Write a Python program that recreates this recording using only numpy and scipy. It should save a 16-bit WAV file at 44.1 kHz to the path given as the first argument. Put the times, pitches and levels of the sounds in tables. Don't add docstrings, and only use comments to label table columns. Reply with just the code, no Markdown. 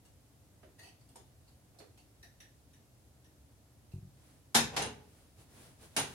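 import sys
import numpy as np
from scipy import signal
from scipy.fft import rfft, irfft, next_fast_len
from scipy.io import wavfile

SR = 44100
rng = np.random.default_rng(int(sys.argv[2]) if len(sys.argv) > 2 else 0)


def transcribe(signal):
    frames = np.atleast_2d(signal).T
    limited = np.clip(frames, -1, 1)
    pcm = np.round(limited * 32767).astype(np.int16)
    wavfile.write(sys.argv[1], SR, pcm)


N = 271060
TIME, HIT_TIME = np.arange(N) / SR, np.arange(2 ** 14) / SR

# t/s, bounce gap/s, crack level/dB, crack tilt/(dB/octave), squeezer level/dB,
# steel level/dB, worktop level/dB, favoured boom f/Hz, ring roll-off f/Hz
CLANKS = [(4.545, 0.0046, -4, 3, -12, -14, -24, 144, 11000),
          (4.5478, 0.0062, 6, 4.5, 6, -22, -6, 168, 12540),
          (4.7646, 0.012, -1, 0, -10.5, -23, -20, 144, 11000),
          (4.819, .011, -9, -1.5, -23, -8.5, -21.5, 420, 9200),
          (5.9644, 0.0045, -2, 2, -18, -4, -13.5, 730, 15000),
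          (5.9754, 0.012, -6, -1, -26, -8, -13.5, 276, 15000)]
# t/s, level/dB, favoured boom f/Hz
ROCKS = [(4.556, -7.5, 231), (4.586, -5.5, 144), (4.796, -20, 720), (4.862, -19.5, 470), (5.968, -18, 800),
         (5.99, -22.5, 275)]
# t/s, half length/s, level/dB
DRAGS = [(4.752, 0.029, -49), (4.86, 0.1, -65.5)]
# t/s, level/dB
CLINKS = [(2.228, -26.5), (2.403, -25), (2.734, -36), (3.244, -38.5)]
# t/s, level/dB, favoured f/Hz
TAPS = [(0.051, -34, 8040), (0.629, -40, 1900), (0.786, -34, 1900), (1.01, -39.5, 4450),
        (1.089, -33.5, 8300), (1.157, -24.5, 8830), (1.477, -36.5, 4480), (1.787, -26, 4180),
        (1.976, -30, 2680), (3.918, -34, 2550)]
# t/s, level/dB, f/Hz, ring level/dB
KNOCKS = [(0.632, -27.5, 614, -5), (1.158, -28.5, 900, -2), (1.745, -38, 710, -1), (1.789, -39, 510, -3),
          (1.803, -24.5, 404, 0.5), (2.232, -40, 710, 2.5), (2.408, -39.5, 624, 0)]
# t/s, half length/s, level/dB, favoured f/Hz
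SCRAPES = [(0.804, 0.0098, -66, 1880), (0.829, 0.013, -67, 4460), (0.864, 0.022, -68, 2820)]
# t/s, level/dB
THUMPS = [(3.9374, -10.5), (4.027, -21)]
# t/s, half length/s, level/dB
SWISHES = [(4.28, 0.089, -67), (5.17, 0.11, -66.5), (5.41, 0.025, -61.5), (5.62, 0.081, -57.5),
           (5.84, 0.027, -57), (6.12, 0.13, -54.5)]

# f/Hz, level/dB, t60/s
SQUEEZER_MODES = [(837, -11, .22), (875, -15.5, .24), (912, -15, .22), (1462, -16, .31), (1597, -17, .27),
                  (1744, -12, .28), (1772, -12, .28), (2040, -16, .24), (2255, -20, .22),
                  (2412, -15.5, .25), (2697, -14, .3), (3214, -20, .26), (3643, -16.5, .33),
                  (3676, -14.5, .35), (3950, -12.5, .2), (4058, -14, .24), (4312, -17, .2),
                  (4425, -17, .17), (5111, -13, .22), (5211, -14, .33), (5242, -15.5, .28),
                  (5284, -15.5, .26), (5680, -20, .24), (6067, -20, .26), (6435, -14, .21), (6460, -17, .3),
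                  (6560, -17, .22), (8710, -17, .22), (9450, -18, .22), (10930, -23, .18),
                  (11612, -17, .17), (13420, -21, .1)]
STEEL_MODES = [(1572, -12, .25), (2750, -13, .22), (2850, -10, .18), (2980, -15, .2), (3490, -15, .22),
               (3908, -14, .15), (6412, -10, .2), (8160, -14, .26), (8290, -16.5, .18), (9622, -6, .19),
               (9665, -10.5, .15), (9950, -18, .08), (11240, -16, .12), (12560, -20, .04),
               (13300, -24, .03), (14020, -19, .04), (14850, -23, .04)]
WORKTOP_MODES = [(144, -9, .45), (231, -3, .3), (275, -8, .15), (420, -9, .35), (470, -10, .1),
                 (508, -11, .3), (730, -9, .08), (850, -10, .07)]
HELD_MODES = [(1760, -5.5, .024), (1870, -8, .022), (2650, -12, .008), (3810, -8, .012), (4480, -18, .015),
              (5780, -6.5, .022), (9700, -11, .008), (13300, -20, .004)]
SHELL_MODES = [(1880, -8, .022), (2640, -9.5, .016), (2950, -12, .01), (4280, -12, .012), (4540, -8, .02),
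               (6100, -11, .008), (8000, -11, .012), (9450, -13, .018), (10800, -13, .01),
               (12300, -16, .004)]

# f/Hz, level/dB
CRACK_EQ = [(25, -29), (60, -7), (170, -6), (600, -4), (850, 1.5), (1150, -6), (1800, -6.5), (3000, -7),
            (6500, -11), (7500, -13), (11500, -16.5), (12300, -33), (15800, -36.5)]
TICK_EQ = [(500, -14), (1300, -8), (2500, 0), (4500, 0), (7000, -2), (11000, -3), (12500, -11),
           (15500, -16)]
KNOCK_EQ = [(100, -14), (400, -0.5), (800, -13), (1300, -11), (3000, -16), (10000, -59)]
THUMP_EQ = [(25, -23), (65, 0), (105, 8), (190, -2), (260, -25.5), (370, -13), (500, -41), (2000, -56)]
CLOTH_EQ = [(150, 6), (500, 3), (1200, -3.5), (3500, -6.5), (7000, -9), (10000, -4.5), (13000, -16.5),
            (15800, -15.5)]
ROOM_TONE_EQ = [(15, -64), (25, -40), (47, -8), (66, -1), (133, -2.5), (157, -11), (216, -13), (307, -11),
                (333, -17.5), (691, -20), (929, -25), (1150, -27.5), (2520, -31.5), (11100, -31),
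                (15800, -38.5)]

# f/Hz, t60/s
KITCHEN_T60 = [(100, 0.84), (230, 0.68), (480, 0.28), (1840, 0.35), (4850, 0.31), (12800, 0.21)]
# f/Hz, left-right correlation
CORRELATION = [(60, 0.89), (290, 0.84), (640, 0.45), (1400, 0.1), (3000, 0.014)]

BOOM_BOOST_DB = 11.5
PLATE_HZ = 720


def clanks(bounces=3, bounce_loss_db=5, rolloff_db_per_octave=32, build_s=0.0018):
    out = np.zeros((2, N))
    shimmer = fine_modes(CRACK_EQ, t60=0.25, low_hz=1250, high_hz=7500, count=130)
    build_up = 1 - np.exp(-HIT_TIME / build_s)
    for s, gap_s, crack_db, tilt_db, squeezer_db, steel_db, worktop_db, boom_hz, top_hz in CLANKS:
        modes = [(hz, db + body_db - rolloff_db_per_octave * max(np.log2(hz / top_hz), 0), t60)
                 for body, body_db in ((SQUEEZER_MODES, squeezer_db), (STEEL_MODES, steel_db))
                 for hz, db, t60 in body]
        metal = ring(modes) + from_db(crack_db - 4.5) * ring(shimmer)
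        boom = from_db(worktop_db) * ring(WORKTOP_MODES, boom_hz, BOOM_BOOST_DB)
        add(out, s, build_up * (metal + boom))
        for bounce in range(bounces):
            crack = from_db(crack_db) * click(CRACK_EQ, tilt_db - bounce)
            clang = from_db(-3) * ring(damped(modes, t60=0.022))
            hit = in_room(crack + clang, direct_db=-22)
            add(out, s + bounce * gap_s, from_db(-bounce * bounce_loss_db) * hit)
    return out


def rocking():
    out, crack = np.zeros((2, N)), click(CRACK_EQ, tilt_db=-6)
    for s, db, boom_hz in ROCKS:
        add(out, s, from_db(db) * in_room(crack, direct_db=-22))
        add(out, s, from_db(db - 6.5) * ring(WORKTOP_MODES, boom_hz, BOOM_BOOST_DB))
    return out


def dragging():
    friction = slips(N, per_s=500) * swells(DRAGS)
    groan = from_db(0.5) * ring(damped(WORKTOP_MODES, t60=0.065), favoured_hz=420, boost_db=14.5)
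    rasp = from_db(6) * click(CRACK_EQ, tilt_db=-4)
    drag = signal.fftconvolve([friction], groan + rasp, axes=1)
    return in_room(drag, direct_db=-8)[:, :N]


def clinks():
    out, tick = np.zeros((2, N)), from_db(-6.5) * click(TICK_EQ)
    for s, db in CLINKS:
        add(out, s, from_db(db) * in_room(tick + ring(HELD_MODES), direct_db=-19))
    return out


def taps(t60=0.017):
    out, tick = np.zeros((2, N)), from_db(-6) * click(TICK_EQ)
    for s, db, favoured_hz in TAPS:
        modes = fine_modes(TICK_EQ, t60, low_hz=1200, high_hz=14000, count=14)
        ping = from_db(-5.5) * ring(modes + [(favoured_hz, -1.5, t60)])
        plate = from_db(-6) * plate_knock(PLATE_HZ)
        add(out, s, from_db(db) * in_room(tick + ping + plate, direct_db=-19))
    return out


def knocks():
    out = np.zeros((2, N))
    for s, db, hz, ring_db in KNOCKS:
        add(out, s, from_db(db) * in_room(plate_knock(hz, ring_db), direct_db=-14))
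    return out


def plate_knock(hz, ring_db=-1, t60=0.02):
    return from_db(-2.5) * click(KNOCK_EQ) + ring([(hz, ring_db, t60)])


def scrape():
    out = np.zeros((2, N))
    for s, half_s, db, favoured_hz in SCRAPES:
        lead_s = 4 * half_s
        friction = slips(len(HIT_TIME), per_s=300) * swells([(lead_s, half_s, db)], HIT_TIME)
        plate = from_db(2) * plate_knock(PLATE_HZ, ring_db=-0.5)
        shell = from_db(6) * ring(SHELL_MODES, favoured_hz, boost_db=6.5)
        stroke = signal.fftconvolve([friction], click(TICK_EQ) + plate + shell, axes=1)
        add(out, s - lead_s, in_room(stroke, direct_db=-5))
    return out


def thumps(rebound_s=0.0215, rebound_loss_db=2.5):
    out, push = np.zeros(N), click(THUMP_EQ)
    for s, db in THUMPS:
        for rebound in range(3):
            add(out, s + rebound * rebound_s, from_db(db - rebound * rebound_loss_db) * push)
    return from_db(-11) * in_room(out, direct_db=11)[:, :N]


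def sleeve():
    return swells(SWISHES) * noise(CLOTH_EQ)


def room_tone():
    return from_db(-62) * noise(ROOM_TONE_EQ)


def click(eq, tilt_db=0):
    hz = np.fft.rfftfreq(len(HIT_TIME), 1 / SR)
    colour = from_db(at_hz(eq, hz) + tilt_db * np.log2(1 + hz / 400))
    cepstrum = irfft(np.log(colour))
    cepstrum[len(HIT_TIME) // 2:] = 0
    return unit_energy(irfft(np.exp(2 * rfft(cepstrum))))


def ring(modes, favoured_hz=1, boost_db=0):
    out = 0
    for hz, db, t60 in modes:
        nearness = np.exp(-(10 * np.log(hz / favoured_hz)) ** 2)
        strength = from_db(db + boost_db * nearness + rng.standard_normal()) * rng.choice([-1, 1])
        phase = np.arccos(at_hz(CORRELATION, hz)) * rng.choice([-.5, .5])
        wave = np.sin(2 * np.pi * hz * HIT_TIME + [[phase], [-phase]])
        out = out + strength * np.sqrt(2) * wave * unit_energy(decay(t60))
    return out


def damped(modes, t60):
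    return [(hz, db, t60) for hz, db, _ in modes]


def fine_modes(eq, t60, low_hz, high_hz, count):
    hz = low_hz + (high_hz - low_hz) * (np.arange(count) + rng.random(count)) / count
    strength = unit_energy(from_db(at_hz(eq, hz) + 2 * rng.standard_normal(count)))
    return [(f, 20 * np.log10(a), t60) for f, a in zip(hz, strength)]


def slips(size, per_s):
    slipping = rng.random(size) < per_s / SR
    return slipping * rng.standard_normal(size) * np.sqrt(SR / per_s)


def swells(strokes, t=TIME):
    return sum(from_db(db) * np.exp(-.5 * ((t - s) / half_s) ** 2) for s, half_s, db in strokes)


def noise(eq, size=N):
    padded = next_fast_len(size, True)
    hz = np.fft.rfftfreq(padded, 1 / SR)
    mid, side = rfft(rng.standard_normal((2, padded))) * from_db(at_hz(eq, hz))
    alike = at_hz(CORRELATION, hz)
    spectrum = np.sqrt(1 + alike) * mid + np.sqrt(1 - alike) * side * [[1], [-1]]
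    stereo = irfft(spectrum, padded)[:, :size]
    return stereo / stereo.std()


def in_room(sound, direct_db):
    white = rfft(noise([(1, 0), (SR, 0)], size=len(HIT_TIME)))
    hz = np.fft.rfftfreq(len(HIT_TIME), 1 / SR)
    edges, room = np.geomspace(20, SR / 2, 14), 0
    for low, high in zip(edges, edges[1:]):
        band = irfft(white * ((hz >= low) & (hz < high)))
        tail = band * decay(at_hz(KITCHEN_T60, np.sqrt(low * high)))
        room = room + unit_energy(tail) * np.sqrt(2 * (high - low) / (SR / 2))
    room[:, 0] += from_db(direct_db)
    return signal.fftconvolve(np.atleast_2d(sound), room, axes=1)


def decay(t60):
    return np.exp(-np.log(1000) * HIT_TIME / t60)


def from_db(db):
    return 10 ** (np.asarray(db) / 20)


def at_hz(points, hz):
    x, y = np.transpose(points)
    return np.interp(np.log(np.maximum(hz, 1)), np.log(x), y)


def unit_energy(x):
    return x / np.sqrt(np.sum(x ** 2) + 1e-20)


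def add(track, s, sound):
    start = int(s * SR)
    track[..., start:start + sound.shape[-1]] += sound[..., :N - start]


def scene():
    landing = clanks() + rocking() + dragging()
    handling = clinks() + taps() + knocks() + scrape() + thumps()
    return landing + handling + sleeve() + room_tone()


def record(dry, low_cut_hz=42, high_cut_hz=15900):
    low_cut = signal.butter(3, low_cut_hz, "high", fs=SR, output="sos")
    high_cut = signal.ellip(12, .1, 90, high_cut_hz, fs=SR, output="sos")
    return signal.sosfilt(high_cut, signal.sosfilt(low_cut, dry))


dry = scene()
out = record(dry)
transcribe(out)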